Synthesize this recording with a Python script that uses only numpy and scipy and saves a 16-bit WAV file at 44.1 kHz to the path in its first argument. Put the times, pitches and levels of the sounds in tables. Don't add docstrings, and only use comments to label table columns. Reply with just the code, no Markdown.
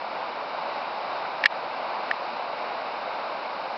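import sys
import numpy as np
from scipy import signal
from scipy.fft import rfft, irfft, next_fast_len
from scipy.io import wavfile
from scipy.ndimage import uniform_filter1d, map_coordinates

SR = 44100
rng = np.random.default_rng(int(sys.argv[2]) if len(sys.argv) > 2 else 0)


def gain_from_decibels(decibels):
    exponent = np.asarray(decibels, float) / 20
    return 10 ** exponent


def digitize_waveform(pressure):
    field = np.atleast_2d(pressure).T
    bounded = np.clip(field, -1, 1)
    quanta = np.round(bounded * 32767).astype(np.int16)
    wavfile.write(sys.argv[1], SR, quanta)


N = 166257


def unit(x):
    return x / np.sqrt(np.mean(x ** 2) + 1e-20)


def along(points, hz):
    point_hz, level_db = np.transpose(points)
    return np.interp(np.log(hz + 1), np.log(point_hz + 1), level_db)


def wobble(knots_per_s):
    knots = rng.standard_normal(int(N * knots_per_s / SR) + 4)
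    return map_coordinates(knots, [np.arange(N) * knots_per_s / SR])


def filtered(x, response):
    size = next_fast_len(N + 8192)
    gain = response(np.fft.rfftfreq(size, 1 / SR))
    return irfft(rfft(x, size) * gain, size)[:N]


def smooth(x, tau_s):
    keep = np.exp(-1 / (abs(tau_s) * SR))
    return signal.lfilter([1 - keep], [1, -keep], x)


def rush(spectrum, patchy_db):
    z = signal.stft(rng.standard_normal(N + 512), nperseg=512)[2]
    patches = uniform_filter1d(rng.standard_normal(z.shape), size=4, axis=0)
    patches = uniform_filter1d(patches, size=12, axis=1)
    x = signal.istft(z * gain_from_decibels(patchy_db * unit(patches)), nperseg=512)[1][:N]
    return unit(filtered(x, lambda hz: gain_from_decibels(along(spectrum, hz))))


# start_s, level_db
SURGES = [
    (0.0, -34),
    (0.84, -33),
    (1.13, -31.5),
    (1.61, -33),
    (1.99, -32),
    (2.26, -33.5),
    (3.08, -32.5),
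    (3.26, -33.5),
    (3.77, -34.5),
]


def flood():
    start_s, level_db = np.transpose(SURGES)
    strength_db = np.interp(np.arange(N) / SR, start_s, level_db)
    mean_db = strength_db.mean()
    surge_db = strength_db - mean_db
    shared_db = 0.48 * wobble(9)
    low = roar(surge_db + shared_db)
    high = spray(surge_db, shared_db)
    return gain_from_decibels(mean_db + 1.11) * (low + high)


# pitch_hz, level_db (per Hz)
ROAR_COLOUR = [(18, -72), (30, -50), (64, -45), (118, -27), (241, -15), (427, -13), (560, -3.5), (870, 0),
               (1600, -11.5), (1850, -23.5), (2470, -56), (4180, -120)]


def roar(drive_db):
    stones_db = -9
    gain = gain_from_decibels(drive_db + .3 * wobble(3))
    return gain * (rush(ROAR_COLOUR, patchy_db=-0.12) + gain_from_decibels(stones_db) * stones())


def stones():
    stones_per_s, centre_hz, cycles = 400, 846, 4
    count = 1500
    u = rng.random((count, 2))
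    pitch, size = rng.standard_normal(count), rng.exponential(1, count)
    hz = centre_hz * np.exp(.22 * pitch)[:, None]
    t = np.arange(600) / SR
    phase = t * hz / cycles
    heard = u[:, 1] < stones_per_s * N / SR / count
    level = (heard * gain_from_decibels(1.8 * size))[:, None]
    knock = level * phase * np.exp(-4 * phase) * np.sin(2 * np.pi * hz * t)
    at = (u[:, :1] * N).astype(int) + np.arange(len(t))
    return unit(np.bincount(at.ravel(), knock.ravel())[:N])


# pitch_hz, level_db (per Hz)
SPRAY_COLOUR = [(1060, -32), (1850, -5.5), (2300, -1), (2850, -5.5), (3330, -14), (3750, -7), (5160, -13.5),
                (5900, -32.5), (7500, -57), (12700, -120)]


def spray(surge_db, shared_db):
    under_roar_db, follows = -9.5, 0.67
    gain = gain_from_decibels(follows * surge_db + shared_db + 0.25 * wobble(2))
    return gain_from_decibels(under_roar_db) * gain * rush(SPRAY_COLOUR, patchy_db=-0.1)


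# start_s, level_db, upper_modes_db, upper_slope_db_per_octave, pitch_factor
CONTACTS = [(1.43837, 3, 3, 0, 1.03), (1.43955, 0, 1, -12, 1.045), (1.44144, -7.5, 2, -4, 1.025),
            (1.44829, -9, -3, -12, .975), (1.45368, -4, -1, -5, .965), (1.45582, 1.5, 10, -9, .963),
            (1.45769, 13.5, 0, 8, 1.004), (1.45935, 8.3, -10, 0, 1.007), (1.46213, -7, 8, -8, 1.04),
            (1.46357, 2.5, -8, 7, 1.047), (1.46592, -4, 5, -6, 1.06), (1.46957, -8, 12, -6, 1.06),
            (2.11237, 6, -12, 8, 1.002)]
# pitch_hz, level_db, t60_s
SHELL = [(1470, -12, .0066), (1796, 1, .0073), (2176, -14.5, .022), (2720, -20.5, .02), (3220, -20.5, .011),
         (3800, -22, .008), (4150, -33, .02), (4960, -29, .011)]
# pitch_hz, level_db (per Hz)
CRACK_COLOUR = [(1500, -40), (2600, -2), (3300, 0), (4000, -9), (4800, -7), (5500, -27), (6300, -40)]


def button():
    rise_cycles, upper_hz = 3.2, 2200
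    crack_db, crack_t60_s = -15, .005
    rings, cracks = np.zeros(N), np.zeros(N)
    t = np.arange(2000) / SR
    column_t = t[:, None]
    mode_hz, mode_db, t60_s = np.transpose(SHELL)
    upper = mode_hz > mode_hz[1]
    octaves = np.log2(mode_hz / upper_hz)
    noises = rng.standard_normal((len(CONTACTS), len(t)))
    for (start_s, level_db, upper_db, slope_db, pitch), noise in zip(CONTACTS, noises):
        start = round(start_s * SR)
        hz = mode_hz * pitch
        balance_db = upper * (upper_db + slope_db * octaves)
        decay = gain_from_decibels(mode_db + balance_db - 60 * column_t / t60_s)
        rise = 1 - np.exp(-column_t * hz / rise_cycles)
        ring = decay * rise * np.sin(2 * np.pi * hz * column_t)
        rings[start:][:len(t)] += gain_from_decibels(level_db) * ring.sum(axis=1)
        cracks[start:][:len(t)] += gain_from_decibels(level_db + crack_db - 60 * t / crack_t60_s) * noise
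    return rings + filtered(cracks, lambda hz: gain_from_decibels(along(CRACK_COLOUR, hz)))


def scene():
    return (flood() + button())[None]


def duck(x):
    threshold_db, grows = -23, 1.05
    lag_s, rise_s, fall_s = .009, .004, .009
    late = np.roll(x, round(lag_s * SR))
    power = smooth(smooth(late ** 2, rise_s), fall_s)
    return x * (1 + power / gain_from_decibels(2 * threshold_db)) ** (-grows / 2)


def narrow(x):
    fade_hz, top_hz, fade_db = 5850, 6290, -24

    def response(hz):
        across = np.clip((hz - fade_hz) / (top_hz - fade_hz), 0, 1)
        return (hz < top_hz) * gain_from_decibels(fade_db * across ** 2)
    return filtered(x, response)


def roll_off(x):
    return signal.sosfilt(signal.butter(12, 15700, fs=SR, output="sos"), x)


def record(dry):
    x = narrow(duck(dry[0]))
    x = np.clip(x, -.73, .705)
    return roll_off(x[None])


dry = scene()
out = record(dry)
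digitize_waveform(out)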